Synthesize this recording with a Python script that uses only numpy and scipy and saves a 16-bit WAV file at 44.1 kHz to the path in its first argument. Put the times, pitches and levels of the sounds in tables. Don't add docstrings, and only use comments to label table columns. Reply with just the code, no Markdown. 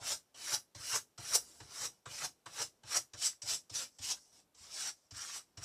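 import sys
import numpy as np
from scipy import signal
from scipy.fft import rfft, irfft, next_fast_len
from scipy.io import wavfile
from scipy.ndimage import uniform_filter1d, map_coordinates

SR = 44100
rng = np.random.default_rng(int(sys.argv[2]) if len(sys.argv) > 2 else 0)


def amplitude_ratio(level_db):
    exponent = np.asarray(level_db, float) / 20
    return 10 ** exponent


def digitize_waveform(pressure):
    field = np.atleast_2d(pressure).T
    bounded = np.clip(field, -1, 1)
    quanta = np.round(bounded * 32767).astype(np.int16)
    wavfile.write(sys.argv[1], SR, quanta)


N = 248724

# [t/s, tick peak level/dB, knock
# level re tick/dB, skid hiss level/dB]
LANDINGS = [(0.3442, -44, -13, -62), (0.7493, -50, -5, -48.5), (0.937, -36, -5.5, -70),
            (1.1791, -35, -8, -48.5), (1.1872, -38, -14, -56), (1.603, -36.5, -3.5, -52),
            (2.0572, -38, 3.5, -52.5), (2.4599, -35.5, 0.5, -49.5), (2.601, -16, -17, -45),
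            (2.8346, -39, -8.5, -61), (3.1355, -31, -6.5, -50), (3.4202, -29.5, -24, -38.5),
            (3.432, -42, -20, -57), (3.6363, -50, -28, -75), (3.6484, -60, -22, -75),
            (3.6977, -41, -14, -48.5), (3.9869, -49, -20, -49.5), (4.547, -66, -22, -72),
            (5.1098, -39, -30, -50), (5.5734, -36, -9, -49)]
# [f/Hz, width/Hz, level/dB]
TOOL_MODES = [(5807, 547, 3.5), (7670, 900, -3), (5064, 1380, -3.5), (6470, 720, -3.5), (8760, 760, -9.5)]
# [f/Hz, width/Hz, level/dB]
SHEET_MODES = [(918, 370, -1.5), (1326, 595, 2), (446, 280, -4), (2080, 1200, -4.5)]
# [f/Hz, width/Hz, level/dB]
SCRAPE_MODES = [(2955, 166, 3), (4000, 980, -1), (2480, 710, -5)]


def rubbing():
    # [f/Hz, width/Hz, level/dB]
    fizz_modes = [(9430, 1500, -2), (13160, 3500, -3), (13750, 2240, -1.5)]
    # [f/Hz, width/Hz, level/dB]
    desk_modes = [(63.6, 34, -2.5), (105, 32, -4.5), (124, 30, -1.5), (245.5, 56, -4.5), (338, 200, -7.5)]

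    hiss_db, slack_db, taut_db, scrape_db, fizz_db = stroke_curves()
    fizz_db -= 14 * np.exp(-since_landing() / 0.012)

    grain = 0.54 * wobble(400) + 0.55 * wobble(80)
    hiss = part(TOOL_MODES, (3500, 10000), grain, spread_db=1.76, fine_db=0.0, broad_db=2.5)
    slack = part(SHEET_MODES[::2], (400, 1300), grain + 0.97 * wobble(60),
                 spread_db=1.43, fine_db=4.5, broad_db=0.16)
    taut = part(SHEET_MODES[1::2], (900, 3000), grain + 2.4 * wobble(60),
                spread_db=2.06, fine_db=2.0, broad_db=2.0)
    scrape = part(SCRAPE_MODES, (1800, 5000), grain + 0.89 * wobble(60),
                  spread_db=2.03, fine_db=4.0, broad_db=1.5)
    fizz = part(fizz_modes, (8000, 15000), grain, spread_db=2.1, fine_db=2.0, broad_db=1.0)

    drag_db = 0.6 * (hiss_db + slack_db + 42.0) + 0.83 * wobble(4.3)
    drag = amplitude_ratio(drag_db) * rng.standard_normal(N)
    rumble = amplitude_ratio(-31.5) * filtered(drag, body(desk_modes, (40, 600)))

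    contact = uniform_filter1d(amplitude_ratio(hiss_db - 1.0), size=240)
    slack_db -= 0.11 * np.maximum(hiss_db + 37, 0)
    sheet = amplitude_ratio(slack_db + 1.0) * slack + amplitude_ratio(taut_db) * taut
    return contact * (hiss + sheet + amplitude_ratio(scrape_db) * scrape + amplitude_ratio(fizz_db) * fizz) + rumble


def stroke_curves():
    t = np.arange(N) / SR
    hiss_db, (load_db, edge_db, dry_db, hold_db, lifted), buckle_db = strokes(t)
    flick_db = flicks(t)
    hiss_db = add_trails(t, hiss_db, load_db, edge_db, lifted)

    flat_db = np.zeros(N)
    for s, _, knock_db, skid_db in LANDINGS:
        flat_db[t >= s] = 0.33 * (knock_db + 12.5)
        skid = np.where(t >= s, skid_db - 423 * (t - s), -120)
        hiss_db = np.maximum(hiss_db, skid)

    level_db, per_speed, per_load = [-22, -13.5, -0.5], [0.41, 0.15, 0.24], [0.6, 1, 0.065]
    per_buckle, per_flick = [0.82, 0.61, 0.18], [0.1, 0.92, 0.99]
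    on_landing_db, after_lift_db = [9.5, -5, -2.4], [6, 1.5, 5.5]
    slowness_db = np.clip(hiss_db + 38.5, -25, 0)
    landed = np.exp(-since_landing() / 0.025)
    parts = []
    for k in range(3):
        part_db = level_db[k] - per_speed[k] * slowness_db + per_load[k] * load_db
        part_db = part_db + per_buckle[k] * buckle_db[k] - per_flick[k] * np.maximum(flick_db, 0)
        part_db = part_db + (on_landing_db[k] + flat_db) * landed - after_lift_db[k] * lifted
        parts.append(part_db)
    return hiss_db + flick_db, parts[0] - hold_db, parts[1] + hold_db, parts[2] + edge_db, dry_db


def strokes(t):
    # [sets off t/s, up to speed t/s, hiss level there/dB, lifts t/s, hiss level there/dB]
    moves = [(-0.005, 0.078, -37, 0.13, -36), (0.357, 0.476, -43, 0.55, -37),
             (0.784, 0.904, -41, 0.96, -34.5), (1.222, 1.317, -41, 1.357, -33.5),
             (1.693, 1.754, -48, 1.8593, -39), (2.078, 2.137, -49, 2.252, -42.5),
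             (2.488, 2.614, -39.5, 2.619, -33.5), (2.846, 2.923, -39.5, 2.974, -36.5),
             (3.16, 3.226, -36, 3.274, -33.5), (3.444, 3.505, -34.5, 3.553, -38),
             (3.721, 3.755, -38.5, 3.836, -42.5), (4.011, 4.048, -40, 4.13, -40),
             (4.7, 4.802, -40.5, 4.893, -40.5), (5.138, 5.17, -47.5, 5.382, -46.5),
             (5.605, 5.634, -43.5, 5.7, -42)]
    # [creep level/dB, sheet load/dB, buckle before lift/dB, scrape/dB, dryness/dB]
    paper = [(-66.5, 2.5, 1.5, -6.5, -10), (-60.5, 1.5, 7, -6, -7.5), (-58.5, 1.5, 6.5, -6.5, -7),
             (-53, 2, 4.5, -6, -7), (-62, 2, 9, -9, -9.5), (-62, 2.5, 11, -5.5, -9),
             (-65, 1.5, 8.5, -5, -9.5), (-67.5, 3.5, 5.5, -6, -10.5), (-61.5, -6, -1, -8, -14),
             (-54, -5, 8, -9.5, -12.5), (-57.5, -3.5, 9, -6.5, -11.5), (-59.5, -6.5, 8.5, -4.5, -12),
             (-56, -1.5, 5, -9, -13.5), (-60, 0, 1.5, -9, -13.5), (-66, 1, 0, -9.5, -15)]
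    # [sheet held taut/dB, bend of the speed-up/0-1, fade after the lift/(dB/s)]
    grip = [(-1, 0.83, 502), (0.5, .75, 501), (1.5, .75, 497), (-0.5, 1, 560), (-1, 0.7, 613),
            (-0.5, 0.6, 471), (0.5, 0.9, 475), (2, 0.85, 523), (2, 0.88, 476.5), (-1, 0.75, 520),
            (-0.5, 0.96, 500), (-0.5, 0.55, 850), (0.5, 0.73, 697), (4.5, 0.7, 476), (2, 0.9, 480)]
    # time before the lift/s, length/s
    buckle_times = [(0.019, 0.051), (0.028, 0.027), (0.026, 0.018)]

    touch = np.array([row[0] for row in LANDINGS])
    hiss_db, buckle_db = np.full(N, -120.), np.zeros((3, N))
    states = np.zeros((5, N))
    load_db, edge_db, dry_db, hold_db, lifted = states
    for move, sheet, hand in zip(moves, paper, grip):
        go, full, full_db, lift, lift_db = move
        creep_db, load, buckle, edge, dryness = sheet
        taut, bend, fade = hand
        now = t >= max(touch[touch <= go], default=0)
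        speed_up = np.clip((t - go) / max(full - go, .005), 0, 1) ** bend
        stroke = creep_db + (full_db - creep_db) * speed_up
        stroke = stroke + np.interp(t, [full, lift], [0, lift_db - full_db])
        stroke = stroke - fade * np.maximum(t - lift, 0)
        hover = np.where(t > lift, -77.5 - 51.5 * (t - lift), -120)
        hiss_db[now] = np.maximum(stroke, hover)[now]
        for k, (lead, wide) in enumerate(buckle_times):
            from_peak = t - lift + lead
            width = np.where(t < lift - lead, 0.5 * wide, wide)
            buckle_db[k, now] = (buckle * np.exp(-(from_peak / width) ** 2))[now]
        lifted[now] = np.clip((t[now] - lift) / 0.024, 0, 1)
        load_db[now], edge_db[now], dry_db[now], hold_db[now] = load, edge, dryness, taut
    return hiss_db, states, buckle_db


def flicks(t):
    # [t/s, gain/dB, reach to each side/s]
    wrist = [(0.545, 6, 0.025), (0.966, 5.5, .024), (1.356, 11, .024), (2.25, 7, 0.022), (2.971, 8, 0.026),
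             (3.257, 5.5, 0.028), (4.114, 6, 0.019), (4.566, -10, 0.063), (3.745, 1.5, 0.0065),
             (4.03, 2.5, .008), (0.125, 1.5, .03), (5.227, 3, .02), (5.245, -1.5, 0.03), (5.36, 6, 0.034)]
    return sum(db * np.maximum(1 - abs(t - s) / reach, 0) for s, db, reach in wrist)


def add_trails(t, hiss_db, load_db, edge_db, lifted):
    # [from t/s, to t/s, hiss level/dB, sinks by/dB, sheet load/dB]
    light = [
        (1.405, 1.68, -58, 8, -2.5),
        (3.7, 3.64, -71, -2, -11),
        (3.89, 4, -74.5, -2, -14),
        (4.16, 4.35, -63.5, 7, -14),
        (4.33, 4.4, -65, -1.5, -5),
        (4.135, 4.19, -52, 11.5, -2),
        (4.97, 5.07, -72.5, 4, -10),
        (1.91, 2.0, -67.5, 12, -4),
    ]
    for start, end, db, sink_db, load in light:
        outside = np.maximum(np.maximum(start - t, t - end), 0)
        trail = np.interp(t, [start, end], [db, db - sink_db]) - 500 * outside
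        heard = trail > hiss_db
        load_db[heard] = load
        edge_db[heard] = -13.5 + 0.6 * load
        lifted[heard] = 0
        hiss_db = np.maximum(hiss_db, trail)
    return hiss_db


def since_landing():
    t = np.arange(N) / SR
    touch = np.sort([0] + [row[0] for row in LANDINGS])
    return t - touch[np.searchsorted(touch, t, side="right") - 1]


def part(modes, skirt_hz, clump_db, spread_db, fine_db, broad_db):
    ringing = filtered(slips(spread_db, amplitude_ratio(clump_db)), body(modes, skirt_hz))
    return unit(shifting(ringing, fine_db, broad_db))


def slips(spread_db, clump):
    return rng.standard_normal(N) * amplitude_ratio(spread_db * rng.exponential(size=N)) * clump


def shifting(x, fine_db, broad_db):
    z = signal.stft(x, nperseg=1024)[2]

    def patch(high, long):
        rough = uniform_filter1d(rng.standard_normal(z.shape), size=high, axis=0)
        return unit(uniform_filter1d(rough, size=long, axis=1))

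    gain_db = fine_db * np.minimum(patch(2, 6), 2) + broad_db * patch(14, 4)
    return signal.istft(z * amplitude_ratio(gain_db), nperseg=1024)[1][:N]


def landings():
    tick, knock = np.zeros(N + SR), np.zeros(N + SR)
    t = np.arange(SR // 20) / SR
    for s, db, knock_db, _ in LANDINGS:
        at = round(s * SR)
        jolts = amplitude_ratio(2.4 * np.repeat(rng.standard_normal(len(t) // 45), 45))
        crackle = jolts * rng.standard_normal(len(t))
        tick[at:at + len(t)] += amplitude_ratio(db - 60 * t / 0.022) * (1 - np.exp(-t / 0.00038)) * crackle
        knock_swell = amplitude_ratio(db + knock_db - 60 * t / 0.13) * (1 - np.exp(-t / 0.00165))
        knock[at:at + len(t)] += knock_swell * rng.standard_normal(len(t))
    edge_ring = filtered(tick[:N], body(TOOL_MODES[:4] + SCRAPE_MODES, (2000, 7000)))
    sheet_ring = filtered(knock[:N], body(SHEET_MODES, (300, 1800)))
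    return amplitude_ratio(-2.0) * edge_ring + amplitude_ratio(4.5) * shifting(sheet_ring, 0, 1.7)


def desk():
    # [t/s, peak level/dB, f/Hz]
    pushes = [(0.009, -45, 105), (0.352, -61, 113.3), (0.523, -45, 121.6), (0.754, -41, 104.2),
              (0.927, -43, 110), (1.185, -38.5, 115.6), (1.333, -50.5, 116), (1.607, -41.5, 105),
              (1.804, -50, 112.7), (2.063, -41, 118), (2.222, -46.5, 135.5), (2.463, -49.5, 119.5),
              (2.594, -46.5, 116), (2.84, -45.5, 112), (2.951, -50.5, 103), (3.137, -43.5, 102),
              (3.432, -44.5, 107.5), (3.709, -42.5, 103), (3.996, -42, 89), (4.602, -52, 78),
              (5.119, -40, 96.8), (5.575, -37.5, 101.6)]
    rise_s, rebound_s = 0.011, 0.038
    out, t = np.zeros(N + SR), np.arange(SR // 3) / SR

    def swing(hz):
        return np.sin(2 * np.pi * hz * t)

    for s, db, hz in pushes:
        rebound, lower, quick = amplitude_ratio(rng.normal(0, 1.5, size=3))
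        swell = (t / rise_s * np.exp(1 - t / rise_s)) ** 3.1
        push = swell * (swing(hz) + 0.17 * quick * swing(2.9 * hz))
        fade = amplitude_ratio(-60 * t / 0.19) * (1 - np.exp(-t / 0.016))
        linger = fade * (swing(1.4 * hz) + lower * swing(0.63 * hz))
        out[round(s * SR):][:len(t)] -= amplitude_ratio(db - 6.5) * (push + 0.39 * linger)
        for k, share in enumerate([.45, .2]):
            at = round((s + (k + 1) * rebound_s) * SR)
            out[at:][:len(t)] -= amplitude_ratio(db - 9.0) * share * rebound * push
    return out[:N]


def room(x):
    # [f/Hz, t/s]
    decay = [(100, 0.35), (1000, 0.1), (6000, 0.14), (14000, 0.2)]
    hz, t, z = signal.stft(rng.standard_normal(SR // 2), SR, nperseg=256)
    fade = amplitude_ratio(-60 * t / along(decay, hz)[:, None])
    tail = signal.istft(z * fade, SR, nperseg=256)[1]
    delayed = np.pad(x, (200, 0))
    return signal.fftconvolve(delayed, tail / np.linalg.norm(tail))[:N]


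def air():
    # [f/Hz, level per Hz/dB]
    colour = [(15, -58.5), (25, -6), (250, -3.5), (684, -6), (1900, -16.5), (3530, -17.5), (14300, -21.5),
              (15500, -35)]
    still = unit(filtered(rng.standard_normal(N), lambda hz: amplitude_ratio(along(colour, hz))))
    murmur = filtered(still, lambda hz: 1 / (1 + (hz / 600) ** 4))
    drift = amplitude_ratio(2.3 * wobble(6.4)) - 1
    return amplitude_ratio(-77.5) * (still + drift * murmur)


def body(modes, skirt_hz):
    low, high = skirt_hz

    def response(f):
        ring = 0
        for k, (c, w, db) in enumerate(sorted(modes)):
            ring = ring + (-1) ** k * amplitude_ratio(db) * 1j * f * w / (c * c - f * f + 1j * f * w)
        return ring * (1j * f / low / (1 + 1j * f / low) / (1 + 1j * f / high)) ** 2

    return response


def filtered(x, response):
    m = next_fast_len(N + SR // 2)
    return irfft(rfft(x, m) * response(np.fft.rfftfreq(m, 1 / SR)), m)[:N]


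def wobble(rate):
    knots = rng.standard_normal(int(N * rate / SR) + 4)
    return map_coordinates(knots, [np.arange(N) * rate / SR])


def along(points, hz):
    f, v = np.transpose(points)
    return np.interp(np.log(hz + 1), np.log(f + 1), v)


def unit(x):
    return x / np.sqrt(np.mean(x ** 2) + 1e-20)


def scene():
    near = rubbing() + landings()
    return (near + amplitude_ratio(-7.5) * room(near) + desk() + air())[None]


def roll_off(x):
    return signal.sosfilt(signal.butter(12, 15710, fs=SR, output="sos"), x)


def record(dry):
    def microphone(hz):
        return (1j * hz / 35 / (1 + 1j * hz / 35)) ** 2 / (1 + (hz / 14900) ** 36)

    return roll_off(filtered(dry[0], microphone)[None])


dry = scene()
out = record(dry)
digitize_waveform(out)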